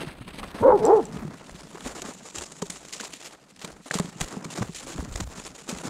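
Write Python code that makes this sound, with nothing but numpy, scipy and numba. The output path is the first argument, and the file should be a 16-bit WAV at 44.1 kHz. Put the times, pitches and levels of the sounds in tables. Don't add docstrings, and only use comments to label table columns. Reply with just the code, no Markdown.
import sys
import numpy as np
from scipy import signal
from scipy.fft import rfft, irfft, next_fast_len
from scipy.io import wavfile
from scipy.ndimage import uniform_filter1d
from numba import njit

SR = 44100
rng = np.random.default_rng(int(sys.argv[2]) if len(sys.argv) > 2 else 0)


def int16_out(signal):
    q = np.round(np.clip(np.atleast_2d(signal).T, -1, 1) * 32767)
    wavfile.write(sys.argv[1], SR, q.astype(np.int16))


def invert_db(level):
    return 10 ** (np.asarray(level, dtype=float) / 20)


N = 259749
T = np.arange(N) / SR


def curve(table):
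    s, *columns = np.transpose(table)
    return [np.interp(T, s, c) for c in columns]


def colour(x, points):
    below = (points[0][0] / 2, points[0][1] - 30)
    above = (points[-1][0] * 1.34, points[-1][1] - 30)
    hz, db = np.transpose([below] + points + [above])
    size = next_fast_len(N)
    bin_hz = np.arange(size // 2 + 1) * SR / size
    gain = invert_db(np.interp(np.log(bin_hz + 1), np.log(hz), db))
    return irfft(rfft(x, size) * gain / np.sqrt(np.mean(gain ** 2)), size)[:N]


def band(x, hz, width_hz):
    return signal.lfilter(*signal.iirpeak(hz, hz / width_hz, fs=SR), x)


@njit
def glide(x, hz, width_hz):
    y, b, l = np.empty(len(x)), 0., 0.
    for i in range(len(x)):
        g, k = np.tan(np.pi * hz[i] / SR), width_hz / hz[i]
        v = (b + g * (x[i] - l)) / (1 + g * (g + k))
        b, l, y[i] = 2 * v - b, l + 2 * g * v, k * v
    return y


def walk(rate_hz):
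    k = int(SR / rate_hz)
    return 1.25 * uniform_filter1d(np.repeat(rng.standard_normal(N // k + 1), k), k)[:N]


def grains(rate_hz, spread_db):
    k = max(int(SR / rate_hz), 1)
    noise = rng.standard_normal(N)
    jumps = np.minimum(rng.exponential(size=N // k + 1), 4)
    x = noise * invert_db(spread_db * np.repeat(jumps, k)[:N])
    return x / np.sqrt(np.mean(x ** 2))


def add(out, s, sound):
    i = max(int(s * SR), 0)
    out[i:i + len(sound)] += sound[:N - i]


def bark():
    # t/s, mean pitch f/Hz, fundamental rms level/dB, overtone drive level/dB
    voice_track = [(.604, 210.6, -31.5, -43), (.618, 234, -23.5, -40.5), (.636, 450.8, -32.5, -22),
                   (.648, 500, -13.5, -28.5), (.665, 541.9, -10.5, -20), (.697, 510.8, -10, -18.5),
                   (.722, 450.8, -27, -18), (.745, 418.2, -16.5, -20.5), (.762, 391.3, -17, -30),
                   (.78, 280.9, -36.5, -39), (.815, 210.6, -35, -30.5), (.85, 218.7, -41.5, -24.5),
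                   (.868, 276.7, -28, -22.5), (.888, 327.8, -23.5, -17.5), (.905, 387.7, -15, -14),
                   (.925, 419.6, -14.5, -15.5), (.946, 457.8, -13, -23), (.985, 385.5, -21.5, -23.5),
                   (1.002, 318.4, -27.5, -25.5), (1.02, 234.2, -33.5, -74.5), (1.07, 142, -55, -61)]
    # t/s, f/Hz, rms level/dB
    undertone = [(.645, 249, -43), (.66, 262, -24), (.68, 334, -25), (.725, 412, -37)]
    # f/Hz before mouth factor, nominal width/Hz (scaled below), relative level/dB
    throat = [(449, 69, 7.5), (830, 148, -1.5), (1300, 350, -23.5), (1920, 110, -31)]
    # t/s of hoarsest moment, nominal roughness/0-1, half-pitch share/0-1 at the top pitch,
    # mouth opening/factor on the throat f
    manner = [(.604, 0.77, 0.2, 1.11), (.86, 0.31, 0.9, 0.97)]
    # t/s, half length/s, depth level/dB
    voice_breaks = [(.675, .004, -20), (.713, .008, -18)]
    mouth_reset_s, settle_s, top_pitch_hz = 0.73, 0.14, 480

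    hz, tone_db, db = curve(voice_track)
    which = (T >= mouth_reset_s).astype(int)
    hoarsest_s, rough, half, mouth = np.transpose(manner)[:, which]
    tone_db = tone_db + sum(d * np.exp(-((T - s) / w) ** 2) for s, w, d in voice_breaks)
    rough = np.clip(rough * (0.29 + 0.88 * np.exp(-np.abs(T - hoarsest_s) / settle_s)), 0, 1)
    half = half * np.minimum(hz / top_pitch_hz, 1) ** 2
    mouth = uniform_filter1d(mouth, size=500)
    on = np.clip(np.minimum(T - voice_track[0][0], voice_track[-1][0] - T) / 0.0056, 0, 1)

    cycles = np.cumsum(hz * (1 + 0.04 * rough * walk(200))) / SR
    pulses = sum(np.cos(2 * np.pi * k * cycles) * k ** -.3 for k in range(2, 14))
    size = (1 + half * np.cos(np.pi * cycles)) * (1 + 0.52 * rough * walk(250))
    air = 7.5 * rough * (1 + np.cos(2 * np.pi * cycles)) * rng.standard_normal(N)
    source = invert_db(db) * on * (pulses * size + air)

    voice = np.zeros(N)
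    for k, (f, width_hz, level_db) in enumerate(throat):
        once = glide(source, f * mouth, 1.14 * width_hz)
        voice += (-1) ** k * invert_db(level_db) * glide(once, f * mouth, 2.8 * width_hz)

    low_hz, low_db = curve(undertone)
    low_on = np.clip(np.minimum(T - undertone[0][0], undertone[-1][0] - T) / .008, 0, 1)
    low = invert_db(low_db) * np.sin(2 * np.pi * np.cumsum(low_hz) / SR) * low_on
    tone = on * invert_db(tone_db) * np.sin(2 * np.pi * cycles)
    direct = np.sqrt(2) * (voice + tone + low)

    t = T[:SR // 4]
    trunks = rng.standard_normal(len(t)) * np.exp(-np.log(1000) * t / 0.35) * (t > .012)
    return direct + invert_db(-43.5) * signal.fftconvolve(direct, trunks)[:N]


def tag():
    # t/s, relative level/dB
    ticks = [(0.8525, -21.5), (0.8643, -29), (1.054, -31.5)]
    # f/Hz, relative level/dB, t60/s
    modes = [(5930, -11, 0.029), (7580, 2.5, 0.01), (8500, -20, 0.017)]
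    out, t = np.zeros(N), T[:SR // 16]
    ring = sum(invert_db(db) * np.sin(2 * np.pi * f * t) * np.exp(-np.log(1000) * t / t60) for f, db, t60 in modes)
    for s, db in ticks:
        add(out, s, invert_db(db) * 1.05 * ring)
    return out


def snow():
    # t/s, nominal hiss level/dB, weight/dB (deep snow moved; lifts crumble, rumble)
    plough = [(0, -46, 4.5), (.16, -58.5, 7), (.35, -56.5, 8.5), (.6, -55, 10), (.7, -57, 16.5),
              (.85, -52, 11), (1.05, -56, 6), (1.25, -57.5, 15.5), (1.36, -58, 12), (1.55, -56, 2),
              (1.8, -55, 6), (2, -52.5, 5.5), (2.25, -57.5, 3), (2.7, -55, -0.5), (3.3, -52.5, -9),
              (3.38, -61.5, 0.5), (3.55, -63.5, 1.5), (3.68, -51.5, 0), (3.77, -63.5, 10), (3.85, -59, -11),
              (4.05, -54, 1), (4.5, -56.5, 12.5), (4.75, -56, -4.5), (4.96, -50.5, 6), (5.15, -59.5, 5),
              (5.45, -57.5, 5), (5.62, -55.5, -6), (5.89, -58, 17)]
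    # t/s, lift of the bright peak level/dB
    camera_turn = [(0, -25), (.25, -36), (.5, -15), (.95, 0.5), (1.6, 3.5), (2.4, 12.5), (3.2, 5.5),
                   (3.5, 2.5), (4.2, 7), (5.89, 8)]
    # t/s, length/s, fine-grain drive level/dB, coarse relative to fine level/dB
    crunches = [(0.004, 0.0322, -40, 1.5), (0.068, 0.028, -47, 6), (0.21, 0.014, -56.5, 10.5),
                (0.276, 0.018, -46, 3.5), (0.332, 0.057, -46.5, -4.5), (0.383, 0.022, -39, -1.5),
                (0.429, 0.017, -44, 9), (0.481, 0.01, -45, -5), (0.507, 0.012, -47, 2.5),
                (0.543, 0.069, -45.5, 8.5), (0.601, 0.02, -45, -2), (0.825, 0.065, -49.5, -16),
                (0.965, 0.013, -47.5, -13), (1.065, 0.0046, -45.5, -17), (1.122, 0.051, -50.5, 7),
                (1.183, 0.016, -55.5, 11), (1.335, 0.011, -53, 11), (1.494, 0.0039, -46, 11.5),
                (1.544, 0.069, -51.5, -9), (1.678, 0.0033, -53.5, -20.0), (1.744, 0.015, -52, 12),
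                (1.772, 0.012, -49, 10), (1.825, 0.024, -46.5, -6), (1.846, 0.04, -40, 4),
                (1.889, 0.036, -46.5, 5.5), (1.949, 0.049, -46, 5.5), (2.017, 0.0054, -37.5, -6),
                (2.019, 0.11, -52, 10.5), (2.048, 0.064, -45, 3), (2.253, 0.036, -49.5, 1.5),
                (2.344, 0.1, -44, 2.5), (2.366, 0.012, -44, -10), (2.382, 0.0057, -33, -4.5),
                (2.461, 0.0088, -49, 3), (2.517, 0.0071, -43, -2), (2.618, 0.0078, -34.5, 3),
                (2.655, 0.014, -45, -3), (2.699, 0.0056, -30, -6.5), (2.704, 0.071, -46.5, -2),
                (2.924, 0.026, -37, -9.5), (2.946, 0.042, -46, -2), (2.993, 0.087, -40, -3),
                (3.129, 0.047, -48, -13), (3.133, 0.0062, -33.5, -9), (3.224, 0.015, -45.5, -1.5),
                (3.244, 0.039, -42.5, -3), (3.561, 0.004, -46, -14), (3.591, 0.0046, -43.5, -11),
                (3.614, 0.042, -44, 0), (3.644, 0.008, -36.5, 3.5), (3.857, 0.034, -48, 2),
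                (3.897, 0.13, -48.5, 0.5), (3.911, 0.0034, -27.5, -0.5), (3.935, 0.044, -35, -2),
                (3.94, 0.0031, -20.5, -2), (3.984, 0.005, -29.5, -3), (3.996, 0.0061, -29, 4.5),
                (4.02, 0.055, -47.5, -1), (4.2, 0.047, -40, 1.5), (4.208, 0.0078, -25.5, -3),
                (4.255, 0.083, -48.5, 1), (4.325, 0.018, -49, 5), (4.441, 0.013, -58, -6),
                (4.443, 0.011, -39.5, 5.5), (4.503, 0.038, -41.5, -6), (4.551, 0.08, -44, 3),
                (4.574, 0.012, -36.5, 6), (4.62, 0.0095, -38.5, 11), (4.623, 0.077, -53, 7),
                (4.745, 0.046, -40, -11.5), (4.796, 0.014, -42.5, -11), (4.875, 0.05, -43.5, 1.5),
                (4.92, 0.017, -43, -2), (5.047, 0.0027, -39.5, -17), (5.12, 0.097, -50.5, -19),
                (5.156, 0.0051, -31, 2), (5.201, 0.0083, -31, 3), (5.221, 0.021, -47.5, 3),
                (5.266, 0.01, -52, 4), (5.305, 0.023, -48.5, 5), (5.349, 0.13, -48, -6.5),
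                (5.396, 0.009, -44, 3), (5.449, 0.032, -46, 2.5), (5.579, 0.027, -47.5, -5),
                (5.676, 0.048, -42, 2.5), (5.688, 0.01, -31.5, -6), (5.7, 0.12, -45, 4.5),
                (5.784, 0.002, -35.5, -4), (5.834, 0.05, -41.5, 4.5)]
    # f/Hz, relative level/dB
    fine_spectrum = [(1800, 3), (2500, 4), (4000, 3.5), (5200, 1.5), (7000, 1), (9000, -2), (11000, -9.5),
                     (14000, -19.5), (15700, -24)]
    # f/Hz, relative level/dB
    coarse_spectrum = [(300, 0), (450, 0), (800, -3), (1300, -4.5), (2000, -12), (2600, -18)]
    crack_rise_s = .0011

    (hiss_db, weight_db), (bright_db,) = curve(plough), curve(camera_turn)
    crumble_db = hiss_db + 2 + 0.52 * weight_db
    rumble_db = hiss_db + 1 + weight_db
    fine = invert_db(hiss_db + 2.1 * walk(60)) ** 2
    coarse = invert_db(crumble_db + 2.5 * walk(45)) ** 2
    clusters = invert_db(2.6 * walk(200))
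    fine, coarse = fine * clusters ** 2, coarse * clusters ** 2

    for s, length_s, db, coarse_db in crunches:
        t = T[:int((max(length_s, .003) + .02) * SR)]
        burst = (1 - np.exp(-t / crack_rise_s)) * np.exp(-t / 0.33)
        after = np.clip(t - length_s, 0, 1)
        burst = burst * (0.66 * np.exp(-after / 0.00072) + 0.19 * np.exp(-after / 0.0087))
        burst = burst * np.resize(clusters[int(s * SR):], len(t)) ** min(length_s / 0.11, 1)
        add(fine, s, (invert_db(db) * burst) ** 2)
        add(coarse, s, (invert_db(db + coarse_db) * burst) ** 2)

    hiss = colour(np.sqrt(fine) * grains(2500, 3.22), fine_spectrum)
    hiss = hiss + sum((invert_db(3.17 * walk(70)) - 1) * band(hiss, hz, 0.086 * hz)
                      for hz in (2780, 5160, 9700, 13000))
    hiss = hiss + (invert_db(bright_db) - 1) * band(hiss, 7160, 1170)
    shade_db = np.minimum(bright_db, 0)
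    hiss = hiss + (invert_db(.4 * shade_db) - 1) * band(hiss, 5700, 2600)
    hiss = hiss + (invert_db(-.15 * shade_db) - 1) * band(hiss, 2100, 2100)

    crumble = colour(np.sqrt(coarse) * grains(900, 1.5), coarse_spectrum)
    lumps_db = 3.2 * walk(50)
    low_noise = colour(rng.standard_normal(N), [(140, 5.0), (180, 7.5), (300, 1), (420, -23.0)])
    rumble = invert_db(rumble_db + lumps_db) * low_noise
    return hiss + crumble + rumble


def paws():
    # t/s, relative level/dB, settled f/Hz
    landings = [(0.032, -31.5, 345), (0.071, -29, 140), (0.209, -33, 119), (0.277, -40, 183),
                (0.383, -37, 194), (0.545, -30, 196), (1.161, -30, 187.6), (1.249, -24.5, 153),
                (1.546, -35, 157), (1.747, -41, 328), (1.861, -26, 236), (2.018, -36, 360),
                (2.049, -38, 190), (2.086, -34.5, 243), (2.418, -39.5, 360), (2.622, -24, 176),
                (2.624, -27, 401), (2.698, -34.5, 178), (3.004, -35.5, 208), (3.034, -38, 332),
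                (3.135, -46, 285), (3.642, -32, 176), (3.801, -43, 179), (3.858, -39, 260),
                (3.909, -34, 149), (3.953, -20.5, 177), (3.999, -16.5, 172), (4.045, -29, 160),
                (4.211, -24, 160), (4.369, -25, 184), (4.454, -27, 165), (4.579, -32, 313),
                (4.586, -26, 170), (4.615, -22, 197), (4.692, -28, 164), (4.953, -34, 142),
                (4.985, -26.5, 261), (5.025, -29, 170), (5.076, -32.5, 116), (5.152, -37, 343),
                (5.199, -29.5, 175), (5.689, -30.5, 230), (5.726, -26, 180), (5.769, -37, 172),
                (5.852, -29.5, 219), (5.874, -32, 130)]
    # t/s, relative level/dB, settled f/Hz
    jolts = [(0.616, -26, 106), (2.377, -39.5, 78), (4.216, -27.5, 55), (4.609, -21.5, 117),
             (4.989, -26, 58.5), (5.118, -31, 44.6), (5.15, -26, 49.6), (5.212, -27, 84),
             (5.239, -30.5, 60), (5.274, -36, 70)]
    paw_t60_s, jolt_t60_s = 0.063, 0.096
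    out, t = np.zeros(N), T[:SR // 5]
    thumps = [(*row, paw_t60_s) for row in landings] + [(*row, jolt_t60_s) for row in jolts]
    for (s, db, hz, t60), turn in zip(thumps, rng.random((len(thumps), 1))):
        phase = 2 * np.pi * (hz * (t + 0.0011 * (1 - np.exp(-t / 0.003))) + 0.35 * turn)
        fade = (1 - np.exp(-t / 0.0013)) * np.exp(-np.log(1000) * t / t60)
        add(out, s, 1.65 * invert_db(db) * fade * (np.sin(phase) + 0.28 * np.sin(2.3 * phase)))
    return out


def twigs():
    # t/s, envelope peak level/dB, f/Hz
    snaps = [(0.073, -39, 950), (0.12, -36, 2100), (0.433, -26, 1170), (2.624, -30, 1220),
             (3.001, -26, 1500), (3.035, -32, 970), (3.911, -13.5, 1730), (3.94, -28, 1080),
             (3.988, -23.5, 1080), (3.997, -29, 1110), (4.368, -32.5, 800), (5.007, -32, 1100)]
    out, t = np.zeros(N), T[:SR // 40]
    for s, db, hz in snaps:
        rise_s = 1 / hz
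        swell = t / rise_s * np.exp(1 - t / rise_s)
        add(out, s - .001, invert_db(db) * swell * np.sin(2 * np.pi * hz * t))
    return out


def buffet():
    # peak t/s, added level/dB, decay time constant/s
    gusts = [(0, -48.5, .5), (.4, -46, 0.13), (.62, -43, 0.28), (1.2, -41.5, 0.033), (1.52, -50, .07),
             (1.85, -47, 0.099), (2.38, -47, 0.035), (2.63, -59.5, .3), (3.72, -54, 0.051), (4, -48, 0.038),
             (4.23, -33, 0.021), (4.62, -42.5, 0.094), (4.85, -51, 0.23), (5, -41.5, 0.031),
             (5.1, -43.5, 0.11), (5.17, -43, 0.091), (5.27, -47, 0.039), (5.44, -56, .05), (5.75, -51, .2)]
    rise_s, still_air_db = 0.011, -77
    size = invert_db(still_air_db)
    for s, db, decay_s in gusts:
        size = size + invert_db(db) * np.exp(np.where(T < s, (T - s) / rise_s, (s - T) / decay_s))
    return size * colour(rng.standard_normal(N), [(30, 6.5), (45, 2), (70, 7.5), (110, -9)])


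def scene():
    return (bark() + tag() + snow() + twigs() + paws() + buffet())[None]


def top_cut(x):
    return signal.sosfilt(signal.butter(12, 15730, fs=SR, output="sos"), x)


def record(dry):
    low_pass = signal.ellip(8, .2, 60, 15650, fs=SR, output="sos")
    mix = signal.sosfilt(low_pass, dry)
    return top_cut(mix)


dry = scene()
out = record(dry)
int16_out(out)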